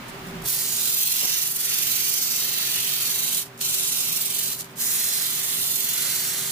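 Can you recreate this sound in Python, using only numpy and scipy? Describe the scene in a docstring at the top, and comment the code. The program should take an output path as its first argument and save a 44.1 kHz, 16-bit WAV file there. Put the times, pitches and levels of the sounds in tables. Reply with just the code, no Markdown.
"""A folded sheet of sandpaper hisses against a wooden ball spinning on a lathe, in three long passes.
The hiss is broadband noise from the grit, throbbing as the ball's high spot and oval come round;
the sheet and the cupped hands filter it. Short scuffs are bursts of the same grainy noise.
Under it the lathe hums: resonant bearing and fan noise with wavering motor tones.
A small workshop adds reflections of the paper, and gain control ducks the whole when the paper is loud."""
import sys
import numpy as np
from scipy import signal
from scipy.fft import rfft, irfft
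from scipy.io import wavfile
from scipy.ndimage import uniform_filter1d

SR = 44100
rng = np.random.default_rng(int(sys.argv[2]) if len(sys.argv) > 2 else 0)


def waveform_to_disk(signal):
    """Save audio, clipped to [-1, 1], as 16-bit WAV at the path in sys.argv[1]."""
    frames = np.transpose(np.atleast_2d(signal))
    scaled = np.clip(frames, -1, 1) * 32767
    samples = np.round(scaled).astype(np.int16)
    wavfile.write(sys.argv[1], SR, samples)


N = 287091
TIME = np.arange(N) / SR  # s

# Likeness of left and right for the lathe and the scuffs.
# Each row: frequency in Hz, correlation from 0 to 1.
LATHE_LIKENESS = [(40, 0.86), (130, 1), (390, 0.78), (700, 0.37), (1500, 0), (15000, 0)]


def gain_of(db):
    """The decibel law: 20 dB is a factor of ten in amplitude."""
    return 10 ** (np.asarray(db) / 20)


def evened(x):
    """Normalization of the mean power: scales to rms 1."""
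    return x / np.sqrt(np.mean(x ** 2) + 1e-20)


def read(points, hz):
    """Interpolation of a spectrum along a logarithmic frequency axis."""
    f, value = np.transpose(points)
    return np.interp(np.log(hz + 1), np.log(f + 1), value)


def follow(rows, t):
    """Linear interpolation in time of every column after the first, at the times t."""
    s, *columns = np.transpose(rows)
    return [np.interp(t, s, c) for c in columns]


def humps(rows, hz):
    """Resonance curves: a sum of bells, in dB, each at half height half a width from its centre."""
    return sum(db / (1 + (2 * (hz - centre) / width) ** 2) for centre, width, db in rows)


def drift(rate_hz):
    """Low-passed noise: random wandering of rms 1, mostly slower than the rate."""
    hz = np.fft.rfftfreq(N, 1 / SR)
    slowed = rfft(rng.standard_normal(N)) / np.sqrt(1 + (hz / rate_hz) ** 4)
    return evened(irfft(slowed, N))


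def pair(a, b, same, phase, side_db):
    """Partial coherence: two unrelated spectra become a partly alike left and right."""
    same = np.clip(same, -1, 1)
    left = (same * a + np.sqrt(1 - same ** 2) * b) * np.exp(1j * phase)
    return np.array([left * gain_of(side_db / 2), a * gain_of(-side_db / 2)])


def shifting(shape):
    """Slow random interference, rms 1: echoes between hands and ball change as the fingers move."""
    patches = uniform_filter1d(rng.standard_normal(shape), size=3, axis=-2)
    return evened(uniform_filter1d(patches, size=70, axis=-1))


def sanding(level_db=1.5, patchy_db=2.0, scatter=0.99, brighten=0.47):
    """Source and filter: abrasive noise is coloured by the sheet and by the hands that bend and cup it."""
    # Grit on wood. Each row: frequency in Hz, relative level in dB per Hz.
    grit_spectrum = [(150, -22.5), (500, -20.5), (900, -16.5), (1400, -8), (2000, -7), (2600, -6),
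                     (3300, -7), (4200, -4.5), (5200, -3.5), (6700, 0.36), (8500, 0.75), (10500, 2),
                     (13000, 2.5), (15300, 3)]
    # Likeness at the two microphones. Each row: frequency in Hz, correlation from 0 to 1.
    hiss_likeness = [(300, .9), (800, .4), (1500, .5), (2800, .4), (3550, .78), (4400, .5), (5400, .58),
                     (7000, .3), (15000, .18)]
    # Phase between the microphones. Each row: frequency in Hz, lead of the left in radians.
    left_lead = [(500, 1.5), (1380, -2), (2000, -1), (2930, -1.26), (3550, -4), (5600, -3), (7500, -4),
                 (9400, -5), (15000, -9)]
    # Balance of the microphones. Each row: frequency in Hz, left minus right in dB.
    hiss_balance = [(700, 1), (1300, -2), (2400, -0.5), (4400, -2.5), (15000, -3)]
    # The paper slides along the ball. Each row: time in seconds, extra delay on the left in ms.
    slide = [(.5, -0.095), (1.2, 0.00047), (3.2, -0.025), (3.7, 0.011), (4.5, -0.051), (5.2, -0.054),
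             (5.7, 0.011), (6.3, -0.11)]
    # Small peaks and dips by the fingers. Each row: centre in Hz, width in Hz, rms depth in dB.
    finger_ripple = [(4000, 4000, 1.2)]
    # Pressure of the hands. Each row: time in seconds, hiss level in dB, before level_db is added.
    hand_pressure = [(.5, -15.5), (.72, -18), (.86, -14), (1.06, -10.5), (1.46, -13.6), (1.54, -17.7),
                     (1.61, -14.5), (1.72, -13.5), (2.14, -14.5), (2.52, -16.5), (2.95, -17.5), (3.33, -16),
                     (3.65, -17), (3.88, -15.5), (4.16, -15), (4.29, -17), (4.4, -15.5), (4.53, -18.5),
                     (4.82, -15.5), (4.97, -12.5), (5.4, -16.5), (5.62, -15.5), (6.12, -15.5), (6.5, -20)]

    hz, t, z = signal.stft(grit(), SR, nperseg=512, noverlap=384)
    hz = hz[:, None]
    force_db = contact()

    colour = gain_of(read(grit_spectrum, hz) + held(hz, t))
    # the treble above 4 kHz is held at constant power
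    colour /= np.sqrt(np.mean(colour[hz[:, 0] > 4000] ** 2, axis=0))
    # a harder bite is also a brighter one: the spectrum tilts about 9500 Hz
    frame_force_db = np.interp(t, TIME, uniform_filter1d(force_db, size=256))
    colour *= gain_of(brighten * frame_force_db * np.log2((hz + 1500) / 11000))

    # each microphone hears the paper by its own shifting paths
    delay = follow(slide, t)[0] / 1000  # s
    phase = read(left_lead, hz) - 2 * np.pi * hz * delay + scatter * shifting(colour.shape)
    colour = colour * gain_of(humps(finger_ripple, hz) * shifting(colour.shape))
    patches = gain_of(patchy_db * shifting(z.shape))
    stereo = pair(*z, read(hiss_likeness, hz), phase, read(hiss_balance, hz))
    coloured = colour * patches * stereo

    hiss = evened(signal.istft(coloured, SR, nperseg=512, noverlap=384)[1][:, :N])
    return hiss * touch() * gain_of(force_db + follow(hand_pressure, TIME)[0] + level_db)


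def grit(snags_per_s=1500, spread_db=2.0, snag_db=-10):
    """Shot noise over Gaussian noise: countless grains cut while larger ones snag; two unrelated views."""
    sizes = gain_of(spread_db * np.minimum(rng.exponential(1, N), 5))
    snags = sizes * (rng.random(N) < snags_per_s / SR) * rng.choice([-1, 1], (2, N))
    return evened(rng.standard_normal((2, N)) + gain_of(snag_db) * evened(snags))


def contact(spindle_hz=22.58, figure_db=0.14, figure_share=0.27, flutter_db=0.62, chatter_db=0.23):
    """Amplitude modulation by rotation: force on the grit in dB, with random flutter and chatter."""
    # The ball runs off centre and oval. Each row: time in seconds, throb on the high spot in dB,
    # where round the ball the paper meets it in turns, throb on the oval in dB.
    throb = [(.5, .9, -.55, 1.5), (.68, 0.8, -.28, 0), (.82, 0.2, -0.8, 1.5), (1.02, 1.7, -.78, 1.2),
             (1.25, 1.2, -.83, 1.3), (1.56, 3, -.74, 0.5), (1.8, 1.3, -0.71, 1), (2.35, 1.6, -0.66, .5),
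             (2.8, 0.5, -0.77, 1.6), (3.17, 1.9, -.81, 0.5), (3.33, 1.1, -.8, -1), (3.63, 2.2, -.48, -0.5),
             (3.92, 1.7, -0.23, 1.5), (4.04, 0.8, -.6, 0), (4.17, 2.9, -.83, 1.3), (4.3, 2.5, -0.68, 1.4),
             (4.5, 1, -0.82, 1.5), (4.85, 1, -0.083, -0.2), (5.3, 0.6, -0.17, -1), (5.68, 1.1, -.06, 0),
             (5.87, 1.4, 0.09, 1.5), (6.08, 0.9, -.05, 0.5), (6.4, 1, .16, -0.5)]
    # Where the paper meets the oval's ridge. Each row: time in seconds, place round the ball in turns.
    ridge = [(1.1, -0.14), (1.5, -.17), (2.9, -.12), (3.25, 0.072), (3.75, -0.43), (4.5, -0.29),
             (5.6, -.41)]
    high_db, high_turns, oval_db = follow(throb, TIME)
    turn = 2 * np.pi * spindle_hz * TIME  # radians
    once = high_db * np.cos(turn - 2 * np.pi * high_turns)
    twice = oval_db * np.cos(2 * (turn - 2 * np.pi * follow(ridge, TIME)[0]))
    # hard and soft grain pass in the same order on every turn; their depth follows the oval's throb
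    harmonics = (np.cos(k * turn + 2 * np.pi * rng.random()) / np.sqrt(k) for k in range(3, 10))
    figure = (figure_db + figure_share * oval_db) * evened(sum(harmonics))
    return once + twice + figure + flutter_db * drift(25) + chatter_db * drift(600)


def held(hz, t, rasp_top_hz=4950):
    """Resonant filtering, in dB: grip bands, gliding air-pocket bands, a steep-edged rasp, sheet modes."""
    # Lowest resonances of the stiff sheet. Each row: centre in Hz, width in Hz,
    # level in dB where the sheet's ringing factor is 1.
    sheet_modes = [(1400, 300, 1.5), (2010, 170, 5.5), (2550, 450, -2.5)]
    # Body, then fizz. Each row: centre in Hz, width in Hz.
    grip_bands = [(1750, 1400), (14000, 5000)]
    # Relative levels as the grip changes. Each row: time in seconds, body in dB, rasp in dB,
    # lower edge of the rasp in Hz, hollow in dB, fizz in dB.
    grip_colour = [(0.5, -5.7, 4.5, 2700, -1, 1.5), (0.75, -4, 6.5, 2900, 2, -1.5),
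                   (1.08, -5.5, 7.5, 2150, 1.5, 2.5), (1.32, 3, 11, 2300, 10, 4.5),
                   (1.55, -4, 4, 2170, 2, 3.5), (1.7, 0, 8, 2050, 5, 2.5), (2.02, 2, 8.5, 2060, 4.5, 3),
                   (2.3, 3, 6, 2380, 10, 4.5), (2.58, 2.5, 11.5, 2400, 3, 1.5), (2.97, 0, 11, 2350, 3, 2),
                   (3.15, -1, 7, 2530, 2.5, 1), (3.35, -6, 5.5, 2300, -0.5, -3.5),
                   (3.65, -4, 10.5, 2400, 7, 2), (3.95, -5.5, 4.5, 2280, 1, -4),
                   (4.2, -6.5, 5, 2200, -0.5, -0.5), (4.5, -3.4, 6, 2390, 1, 0.5),
                   (4.87, -2, 1.7, 3040, 1, -1), (5.2, 1, 6, 3150, 0, -1.5), (5.5, 2.5, 6, 2400, 2, -0.5),
                   (5.75, -4.5, 7.3, 2300, 1, 2), (6.05, 3, 6.5, 2600, 2, -0.5),
                   (6.5, 1, 5, 2750, -1, -4.3)]
    # The air under the hands changes shape. Each row: time in seconds, resonance in Hz,
    # its level in dB, notch in Hz, its level in dB, centre of the hollow band in Hz.
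    air_pocket = [(.7, 4700, 2, 5500, 1.5, 6500), (1.25, 3780, 3, 5000, -0.5, 5750),
                  (1.7, 4630, 0.5, 5240, -3, 5800), (2.35, 4670, 3, 5250, -1, 5740),
                  (2.75, 3550, 4.5, 4900, -4.5, 6070), (3.25, 3900, 3, 5350, -6, 6400),
                  (3.7, 3750, 1, 5050, -3, 6550), (4.4, 4100, 3.5, 4850, 0, 6500),
                  (4.88, 3840, 2, 4580, -1, 6600), (5.55, 4280, 4, 5500, -4, 6500),
                  (6.15, 3930, 1, 4630, -1, 6000)]
    body_db, rasp_db, edge_hz, hollow_db, fizz_db = follow(grip_colour, t)
    peak_hz, peak_db, notch_hz, notch_db, hollow_hz = follow(air_pocket, t)
    bands = [(centre, width, db) for (centre, width), db in zip(grip_bands, (body_db, fizz_db))]
    # centre in Hz, width in Hz, level in dB
    pocket = [(peak_hz, 280, peak_db), (notch_hz, 290, notch_db), (hollow_hz, 1600, hollow_db)]
    rasp = 1 / (1 + (edge_hz / hz) ** 12) / (1 + (hz / rasp_top_hz) ** 8)
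    ring = current_pass(t)[-1] * humps(sheet_modes, hz)
    return humps(bands + pocket, hz) + rasp_db * rasp + ring


def touch():
    """Contact envelope, 0-1: amplitude grows as a square on landing and decays exponentially on lifting."""
    lands, lifts, landing, lift_db_per_s, _ = current_pass(TIME)
    landed = np.clip((TIME - lands) / landing, 0, 1) ** 2
    return landed * gain_of(-lift_db_per_s * np.maximum(TIME - lifts, 0))


def current_pass(t):
    """Piecewise-constant states: every column of the latest pass begun at the times t."""
    # The paper is laid on the ball. Each row: landing in seconds, lifting in seconds,
    # landing time in seconds, fade on lifting in dB per second, factor on the sheet's ringing.
    passes = [(0.422, 3.402, 0.069, 371, 0.7), (3.595, 4.535, 0.027, 258, 0.1),
              (4.752, 6.6, 0.057, 258, 1.15)]
    rows = np.array(passes)
    return rows[np.maximum(np.searchsorted(rows[:, 0], t) - 1, 0)].T


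def scuffs(ragged_db=2.5):
    """Transient friction: band-limited grainy rubs of the sheet, quick to rise and slower to fade."""
    # The paper is handled, bumps or catches. Each row: start in seconds, level in dB,
    # length in seconds, centre in Hz, width (standard deviation) in octaves.
    rubs = [(0.0, -52, 0.74, 48, 0.55), (0.079, -41, 0.038, 8000, 1.3), (0.245, -47, 0.093, 8000, 1.2),
            (0.248, -40.5, 0.21, 172, 0.39), (0.417, -39, 0.012, 8000, 1.2),
            (0.432, -47.5, 0.057, 55, 0.54), (1.206, -33, 0.13, 600, 1.04), (1.232, -31, 0.031, 240, 0.68),
            (3.339, -16.5, 0.028, 8900, 0.92), (3.415, -22.5, 0.025, 7000, 1.5),
            (3.426, -35.5, 0.07, 6000, 1.6), (3.574, -37, 0.016, 8000, 1.3), (3.58, -32, 0.055, 7750, 1.8),
            (3.607, -18, 0.019, 7000, 1.4), (3.74, -14, 0.018, 9000, 1.3), (4.578, -22, 0.043, 10100, 1.7),
            (4.6, -23, 0.034, 9000, 1.6), (4.61, -36, 0.085, 7000, 2), (4.685, -44.5, 0.07, 7000, 1.4),
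            (4.756, -33, 0.039, 8000, 1.4)]
    hz = np.fft.rfftfreq(N, 1 / SR)
    out = np.zeros((2, N))
    for s, db, length, centre, octaves in rubs:
        z = pair(*rfft(grit(snags_per_s=1400, snag_db=-6)), read(LATHE_LIKENESS, hz), 0, -2)
        band = np.exp(-.5 * (np.log2((hz + 1) / centre) / octaves) ** 2)
        rub = evened(irfft(z * band, N))
        age = np.clip((TIME - s) / length, 0, 1)
        out += gain_of(db) * rub * np.sin(np.pi * age ** 0.65)
    return out * evened(gain_of(ragged_db * drift(120)))


def lathe(whirr_db=2.0, side_db=-1.5, tone_flicker=0.17):
    """Forced resonance: bearing and fan noise rings the headstock; motor tones waver with the belt."""
    # Bearings, belt and cooling fan. Each row: frequency in Hz, relative level in dB per Hz.
    whirr_spectrum = [(25, -22), (55, -17.5), (85, -15.5), (120, -9.5), (200, -12), (280, -9), (350, -13),
                      (480, -14.5), (750, -10.5), (1400, -12), (2600, -16), (5000, -24), (9000, -29.5),
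                      (15500, -31.5)]
    # Resonances of headstock and drive. Each row: centre in Hz, width in Hz, level in dB.
    headstock_modes = [(129, 48, 2), (166.4, 37, 10.5), (232.7, 27.5, 8.5), (384, 4.2, 10), (554, 9.4, 8),
                       (15370, 150, 17)]
    # Motor tones. Each row: frequency in Hz, level in dB relative to the lathe's running level,
    # rms waver in Hz, start in seconds.
    motor_tones = [(129, -9, 4.41, -.1), (389.3, -7, 7.8, 0.12)]
    # Running level, before whirr_db and the tone levels. Each row: time in seconds, level in dB.
    running_level = [(.05, -39.6), (.3, -39)]
    hz = np.fft.rfftfreq(N, 1 / SR)
    z = pair(*rfft(rng.standard_normal((2, N))), read(LATHE_LIKENESS, hz), 0, side_db)
    colour = gain_of(read(whirr_spectrum, hz) + humps(headstock_modes, hz))
    out = gain_of(whirr_db) * evened(irfft(z * colour, N))
    for tone_hz, db, waver_hz, start in motor_tones:
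        phase = 2 * np.pi * np.cumsum(tone_hz + waver_hz * drift(21.5)) / SR
        tone = np.sqrt(2) * np.sin(phase)  # rms 1
        swell = np.clip((TIME - start) / 0.034, 0, 1) * (1 + tone_flicker * drift(37))
        out = out + gain_of([[db + side_db / 2], [db - side_db / 2]]) * swell * tone
    return out * gain_of(follow(running_level, TIME)[0])


def workshop(x, t60=0.069):
    """Reverberation: dense, exponentially decaying reflections from floor, bench and walls."""
    t = np.arange(SR // 2) / SR
    # 2000 reflections a second, none in the first 4 ms
    taps = rng.choice([-1, 1], (2, len(t))) * (rng.random((2, len(t))) < 2000 / SR) * (t > .004)
    tail = taps * gain_of(-60 * t / t60)
    return signal.fftconvolve(x, tail / np.linalg.norm(tail, axis=1, keepdims=True), axes=1)[:, :N]


def scene(room_db=-16):
    """Superposition: paper and lathe close by, with a little room on the paper."""
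    paper = sanding() + scuffs()
    return paper + gain_of(room_db) * workshop(paper) + lathe()


def record(dry):
    """Dynamic compression: loud moments turn everything down, with slow recovery; then the band limit."""
    threshold_db, recover_db_per_s = -23.5, 4
    share = 0.64  # part of the excess taken off
    edge_hz = 15520
    power_db = 10 * np.log10(abs(uniform_filter1d((dry ** 2).mean(0), size=900)) + 1e-12)
    # a running maximum on a rising ramp: instant attack, linear recovery in dB
    recovery = recover_db_per_s * TIME
    held_db = np.maximum.accumulate(power_db + recovery) - recovery
    over_db = np.maximum(held_db - threshold_db, 0)
    ducked = dry * gain_of(-share * uniform_filter1d(over_db, size=400))
    low_pass = signal.firwin(801, edge_hz, window=("kaiser", 8), fs=SR)
    return signal.oaconvolve(ducked, low_pass[None], "same")


dry = scene()
out = record(dry)
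waveform_to_disk(out)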